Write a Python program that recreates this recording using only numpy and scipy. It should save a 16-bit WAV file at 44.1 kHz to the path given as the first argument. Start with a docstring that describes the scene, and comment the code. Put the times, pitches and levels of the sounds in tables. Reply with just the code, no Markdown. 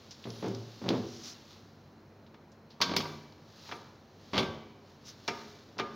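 """A latch clicks and a microwave door judders open, close by in a small kitchen.
A metal baking tray clatters onto the wire rack, bumps across it and is nudged home with an oven mitt.
Each blow is a thud, a body and a clack that set the struck part ringing and fill the room.
Cloth fibres catch and slip in soft swells, a thin whine passes as the door opens,
and a faint appliance hum lies under it all."""
import sys
import numpy as np
from scipy import signal
from scipy.fft import rfft, irfft
from scipy.io import wavfile
from scipy.ndimage import uniform_filter1d

SR = 44100
rng = np.random.default_rng(int(sys.argv[2]) if len(sys.argv) > 2 else 0)


def bounce(signal):
    """Save signal as a 16-bit WAV file at the path given by the first command-line argument."""
    frames = np.transpose(np.atleast_2d(signal))
    limited = np.clip(frames, -1, 1)
    pcm = np.round(limited * 32767).astype(np.int16)
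    wavfile.write(sys.argv[1], SR, pcm)


N = 262395

# the tray lands on the rack or hits the oven wall: start_s, thud_db, body_db, clack_db, clack_hz
TRAY_HITS = [(2.804, -17, -19.5, -37.5, 4480), (2.8146, -31, -15.5, -13, 4930),
             (2.819, -22.5, -14, -15.5, 4900), (2.9645, -23, -20.5, -13.5, 4900),
             (3.004, -24.5, -22, -27, 4520), (3.055, -23.5, -25.5, -38, 3500), (4.379, -14, -18, -13, 3350),
             (4.387, -14.5, -25.5, -18.5, 3260), (4.428, -14.5, -28, -25.5, 2400)]
# the tray slides over the wires: start_s, hardest_s, end_s, bumps_per_s, thud_db, body_db, clack_db
TRAY_SHOVES = [(2.846, 2.935, 2.961, 45.2, -9, -23, -28.5), (4.333, 4.365, 4.402, 84.8, -10, -19.5, -24.5)]
# the door judders on its catch and hinge: start_s, hardest_s, end_s, thud_db
DOOR_PULLS = [(.254, 0.259, 0.27, -15), (.425, 0.437, 0.5, -8.5), (.815, .9, 0.97, -3)]
# nudges that rock the rack: start_s, thud_db, body_db, clack_db, clack_hz
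RACK_NUDGES = [(2.343, -34, -41, -52, 3530), (3.69, -35, -29, -46, 4500), (3.714, -28, -26, -33, 3460),
               (3.722, -23.5, -24, -32.5, 3000), (5.2785, -26, -28.5, -22.5, 5650),
               (5.282, -14.5, -16, -19.5, 2430), (5.769, -24, -38, -60, 3500),
               (5.788, -24, -18, -29.5, 3720), (5.797, -13, -16, -24.5, 3530)]
# the ring of the tray, the door and the rack: pitch_hz, relative_db, t60_s
TRAY_MODES = [(152, 0, 0.3), (189, -4, .13), (225.9, 0.5, 0.31), (301, 2, 0.15), (326.9, -7, 0.54),
              (376, 1.5, 0.25), (556, -11, 0.39), (624.7, 2.5, 0.29), (700, 7, 0.044), (922, -7.5, 0.33),
              (963, 9, .07), (1123.5, 4, 0.21), (1176, 13.5, 0.053), (1179, -5, 0.43), (1570, -2, 0.34),
              (2050, -12, .3), (2102, 9, 0.088), (2261, -5, 0.4), (2308, 8, 0.12), (3150, -2, 0.17),
              (3364, 10.5, 0.045), (3510, 1, 0.22), (3720, 5, 0.034), (4520, 12, 0.07), (5254, 3, 0.048)]
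DOOR_MODES = [(114, -1.5, 0.75), (137.3, -8, 0.4), (208, -1, 0.26), (231, 4.5, 0.15), (319, 1, 0.19),
              (388.4, -4, 0.4), (440.6, -3, .25), (527, 0, 0.1), (711, -2, .18), (880, -3.5, 0.12)]
RACK_MODES = [(221.8, 1, 0.36), (308, -7, 1), (379, 5, 0.11), (421.4, 4, 0.19), (581.4, -11, 0.24),
              (712, 5.5, 0.098), (900, 7.5, 0.11), (968, 6, 0.056), (1220, -3.5, 0.59), (1305, 1, 0.085),
              (1687, 11.5, 0.033), (2116, -8, 0.4), (2330, 9.5, 0.11), (2950, -13, 0.067),
              (3475, 15.5, 0.043), (5470, 14, 0.038)]
# ticks of the latch and the tray rim: start_s, level_db, pitch_hz, t60_s
LATCH_AND_RIM_CLICKS = [(.109, -32, 5900, 0.1), (.240, -32, 3400, .06), (.303, -27.5, 5700, .022),
                        (.483, -28, 9000, .02), (.548, -30, 5650, 0.029), (0.8899, -4, 3680, 0.0034),
                        (.892, -22.5, 4260, 0.055), (2.264, -50.5, 3780, 0.11), (2.518, -47.5, 7350, 0.08),
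                        (2.702, -45, 4400, 0.2), (2.814, -15, 13000, 0.06), (2.964, -11, 14000, 0.071),
                        (3.323, -45.5, 4500, 0.052), (5.7824, -29.5, 4870, 0.056)]
# single rack wires left singing by a blow: start_s, level_db, pitch_hz, t60_s
SINGING_WIRES = [(3.72, -47.5, 1190, 0.41), (3.757, -44, 9800, .07), (4.38, -35, 9230, 0.18),
                 (5.797, -38, 1210, 0.6)]
# strokes of the mitt over metal: peak_s, swell_s, level_db
MITT_STROKES = [(.03, 0.14, -57.5), (.42, 0.36, -48), (.98, 0.41, -48), (1.28, 0.089, -45),
                (1.52, 0.088, -51), (3.1, .15, -49.5), (3.68, .16, -47), (4.38, .19, -50.5),
                (4.9, 0.067, -58.5), (5.09, 0.033, -45), (5.39, 0.26, -48.5), (5.95, 0.13, -55)]
# quick flicks of the mitt: peak_s, half_length_s, level_db
MITT_FLICKS = [(1.172, 0.12, -51.5), (1.284, 0.05, -45), (5.084, 0.032, -47.5)]
# the cloth's tone in a stroke and in a brighter flick: frequency_hz, relative_db
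STROKE_EQ = [(300, -19.5), (1200, -1.5), (2300, -6), (3300, -1), (4200, 1.5), (5200, -2), (6800, -0.5),
             (9000, -3.5), (15000, 1.5)]
FLICK_EQ = [(1000, -22), (3000, -12), (4500, -6.5), (5800, 3), (6900, -0.5), (9000, -5), (15000, -6.5)]
# partials of the appliance hum: pitch_hz, relative_db
HUM_PARTIALS = [(96.9, -59.5), (145.3, -66.5), (220.7, -64), (387.6, -83), (559.9, -74.5)]
# noise beds (dull room tone, a narrow hiss, each channel's own hiss): frequency_hz, gain_db
ROOM_TONE_EQ = [(40, -30.5), (90, -36), (220, -38.5), (400, -42.5), (1000, -51), (2000, -61), (4000, -73.5),
                (15000, -60.5)]
THIN_HISS_EQ = [(2500, -105), (3700, -78), (4150, -63.5), (4650, -80), (6500, -105)]
CHANNEL_HISS_EQ = [(100, -67.5), (1000, -63), (2500, -69), (6000, -83), (15000, -58)]
# the kitchen's reverb time: frequency_hz, t60_s
KITCHEN_DECAY = [(100, 0.75), (260, 0.72), (700, 0.61), (1840, 0.79), (4850, 0.49), (14000, 0.44)]
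# the reverb's level against the direct sound: frequency_hz, gain_db
KITCHEN_SEND = [(120, -0.5), (400, 1), (1100, -4.5), (2500, -9), (5000, -9.5), (14000, -7.5)]
# the small microphone's response: frequency_hz, gain_db
MIC_EQ = [(25, -30), (55, -16), (110, -3), (5300, 2), (6300, -3), (7100, -10), (7900, -23.5), (9500, -21),
          (11500, -23.5), (15000, -19.5)]


def tray():
    """The metal tray lands and rings; as it slides, it bumps once on each wire it crosses."""
    bumps = []
    for start, hardest, end, per_s, *levels_db in TRAY_SHOVES:
        bumps += judder(start, hardest, end, per_s, levels_db, fade_db_per_s=88, clack_hz=3680)
    return strike(TRAY_HITS + bumps, TRAY_MODES, clatter_t60=0.082, ring_db=-25.5,
                  sub_db=1, bass_db=-1, valley_db=-4.5, top_db=-13)


def door(knocks_per_s=48, body_db=-18.5, clack_db=-33):
    """The door sticks and slips in equally dull knocks: body and clack ride a fixed step below the thud."""
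    knocks = []
    for start, hardest, end, thud in DOOR_PULLS:
        levels_db = (thud, thud + body_db, thud + clack_db)
        knocks += judder(start, hardest, end, knocks_per_s, levels_db, fade_db_per_s=172, clack_hz=3420)
    return strike(knocks, DOOR_MODES, clatter_t60=0.13, ring_db=-23.5,
                  sub_db=-14, bass_db=-3, valley_db=0, top_db=-6)


def rack():
    """The wire rack rocks and rings at each nudge."""
    return strike(RACK_NUDGES, RACK_MODES, clatter_t60=0.067, ring_db=-26,
                  sub_db=-5, bass_db=-1.5, valley_db=1.5, top_db=-11)


def judder(start, hardest, end, per_s, levels_db, fade_db_per_s, clack_hz, jitter=0.1501):
    """Stick and slip: a run of nearly even blows that build to the hardest one, then weaken."""
    gaps = max(round((end - start) * per_s), 1)
    times = np.linspace(start, end, gaps + 1)
    times[1:] += jitter / per_s * rng.uniform(-1.002, 1, gaps)
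    return [(s, *(np.array(levels_db) - fade_db_per_s * abs(s - hardest)), clack_hz) for s in times]


def strike(blows, modes, clatter_t60, ring_db, sub_db, bass_db, valley_db, top_db):
    """Each blow is a burst with a low thud, a body and a bright clack; the same curve drives the modes."""
    out, t = np.zeros(N), np.arange(SR) / SR
    hz, db, t60 = np.transpose(modes)[:, :, None]
    attack = 1 - np.exp(-t * hz / 1.03)  # a mode needs about a cycle to get going
    ringing = amp(db + ring_db - 60 * t / t60) * np.exp(2j * np.pi * hz * t) * attack
    for start, thud, body, clack, clack_hz in blows:
        blow_eq = [(60, thud + sub_db), (120, thud + bass_db), (240, thud),
                   (600, (thud + body) / 2 - 1), (1150, body), (1700, (body + clack) / 2 + valley_db),
                   (clack_hz, clack), (1.98 * clack_hz, clack + top_db)]
        add(out, start, equalise(clatter(clatter_t60), blow_eq))
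        drive = amp(curve_at(blow_eq, hz[:, 0]))
        phases = np.exp(2j * np.pi * rng.random(len(hz)))
        add(out, start, ((drive * phases) @ ringing).real)
    return out


def clatter(t60, size=8192, passes=2):
    """Close metal walls scatter a blow into a dying burst with no favoured pitch."""
    fade = amp(-60 * np.arange(size) / SR / t60)
    burst = fade * rng.standard_normal(size)
    for _ in range(passes):
        whitened = irfft(np.exp(1j * np.angle(rfft(burst))))
        burst = whitened * fade / (fade + .02)  # gate what smears past the burst
    return unit_rms(burst) * np.sqrt(np.mean(fade ** 2))


def clicks():
    """Short hard contacts of latch and rim, each bright around its own pitch."""
    out = np.zeros(N)
    for start, db, hz, t60 in LATCH_AND_RIM_CLICKS:
        click_eq = [(hz / 5, db - 23.5), (hz / 2, db - 10.5), (hz, db), (hz * 1.67, db - 13)]
        add(out, start, equalise(clatter(t60), click_eq))
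    return out


def wires():
    """A struck rack wire sings on with one dying tone."""
    out, t = np.zeros(N), np.arange(SR) / SR
    for start, db, hz, t60 in SINGING_WIRES:
        add(out, start, amp(db - 60 * t / t60) * np.sin(2 * np.pi * hz * t))
    return out


def mitt(swell_db=10, release_ratio=1.095):
    """Cloth on metal: a stroke gains swell_db in its swell time and dies more slowly; flicks add sparkle."""
    t = np.arange(N) / SR
    stroke_power = np.zeros(N)
    for peak, swell_s, db in MITT_STROKES:
        from_peak_s = np.maximum(peak - t, (t - peak) / release_ratio)
        stroke_power += amp(db - swell_db * from_peak_s / swell_s) ** 2
    flicks = sum(amp(db) * np.exp(-((t - peak) / half_s) ** 4) for peak, half_s, db in MITT_FLICKS)
    return fibres(STROKE_EQ) * np.sqrt(stroke_power) + fibres(FLICK_EQ) * flicks


def fibres(eq, grain_db=1, grain_hz=170):
    """Cloth fibres catch and slip, making a grainy hiss."""
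    grainy = rng.standard_normal(N) * amp(grain_db * drift(grain_hz))
    return unit_rms(equalise(grainy, eq))


def whine(start_s=0.252, attack_s=.035, hold_s=.125, t60_s=.28, level_db=-46, flutter_db=3,
          pitch_hz=11260, glide_hz=420, settle_s=0.06, waver_hz=12):
    """A thin tone as the door opens and the lamp comes on: it glides up, settles and fades."""
    t = np.maximum(np.arange(N) / SR - start_s, 0)
    hz = pitch_hz - glide_hz * np.exp(-t / settle_s) + waver_hz * drift(90)
    db = level_db + flutter_db * drift(25) - 60 * np.maximum(t - hold_s, 0) / t60_s
    attack = np.minimum(t / attack_s, 1) ** 2
    return attack * amp(db) * sine(hz)


def kitchen(x, build_s=0.0071, smooth_bins=81):
    """The room's reverb builds after the direct sound; each band dies at its own speed."""
    hz, t, noise = signal.stft(rng.standard_normal(SR), SR, nperseg=256)
    fade = amp(-60 * t / curve_at(KITCHEN_DECAY, hz)[:, None])
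    fade *= 1 - np.exp(-(t / build_s) ** 2)
    band_energy = np.mean(fade ** 2, axis=1, keepdims=True) * SR
    fade *= amp(curve_at(KITCHEN_SEND, hz))[:, None] / np.sqrt(band_energy)
    response = rfft(signal.istft(noise * fade, SR, nperseg=256)[1], 2 * SR)
    # the reverb's spectrum is smoothed, so its tail is even and no single pitch booms
    magnitude = np.sqrt(abs(uniform_filter1d(abs(response) ** 2, smooth_bins)))
    tail = irfft(magnitude * np.exp(1j * np.angle(response)))[:SR]
    tail *= np.cos(np.pi / 2 * np.arange(SR) / SR) ** 2
    return signal.fftconvolve(x, tail)[:N]


def hum(waver_hz=2.42, trim_db=-1):
    """An appliance drones faintly, each partial wavering in pitch on its own."""
    return sum(amp(db + trim_db) * unit_rms(sine(hz + waver_hz * drift(5.6))) for hz, db in HUM_PARTIALS)


def room_tone():
    """A steady bed of dull air with a narrow band of hiss on top."""
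    return sum(equalise(rng.standard_normal(N), eq) for eq in (ROOM_TONE_EQ, THIN_HISS_EQ))


def amp(db):
    """Decibels to gain."""
    return 10 ** (np.asarray(db) / 20)


def unit_rms(x):
    """Normalises to rms 1."""
    return x / np.sqrt(np.mean(x ** 2) + 1e-20)


def sine(hz):
    """An oscillator that follows a pitch curve."""
    return np.sin(2 * np.pi * np.cumsum(hz) / SR)


def drift(rate_hz):
    """Smooth random modulation of rms 1."""
    hz = np.fft.rfftfreq(N, 1 / SR)
    return unit_rms(irfft(rfft(rng.standard_normal(N)) * np.exp(-(hz / rate_hz) ** 2), N))


def curve_at(points, hz):
    """Reads (frequency_hz, value) breakpoints on a log-frequency axis."""
    point_hz, value = np.transpose(points)
    return np.interp(np.log(hz + 1), np.log(point_hz + 1), value)


def equalise(x, points, size=4096):
    """Minimum-phase EQ through (frequency_hz, gain_db) breakpoints."""
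    hz = abs(np.fft.fftfreq(size, 1 / SR))
    log_gain = np.log(amp(curve_at(points, hz)))
    taps = np.fft.ifft(np.exp(np.conj(signal.hilbert(log_gain)))).real
    return signal.oaconvolve(x, taps[:size // 2])[:len(x)]


def add(mix, start_s, sound):
    """Lays a sound into the mix."""
    part = mix[round(start_s * SR):][:len(sound)]
    part += sound[:len(part)]


def scene(impact_trim_db=-2):
    """Only the impacts feed the reverb; both channels carry one mix, each over its own faint hiss."""
    impacts = amp(impact_trim_db) * (door() + tray() + rack() + clicks())
    mix = impacts + kitchen(impacts) + wires() + mitt() + whine() + hum() + room_tone()
    return np.array([mix + equalise(noise, CHANNEL_HISS_EQ) for noise in rng.standard_normal((2, N))])


def record(dry, high_cut_hz=15900):
    """A small microphone with thin bass and a deep drop above 7 kHz, then a steep high cut."""
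    heard = np.array([equalise(channel, MIC_EQ) for channel in dry])
    high_cut = signal.firwin(255, high_cut_hz, window=("kaiser", 8), fs=SR)
    return signal.oaconvolve(heard, high_cut[None], "same", axes=1)


dry = scene()
out = record(dry)
bounce(out)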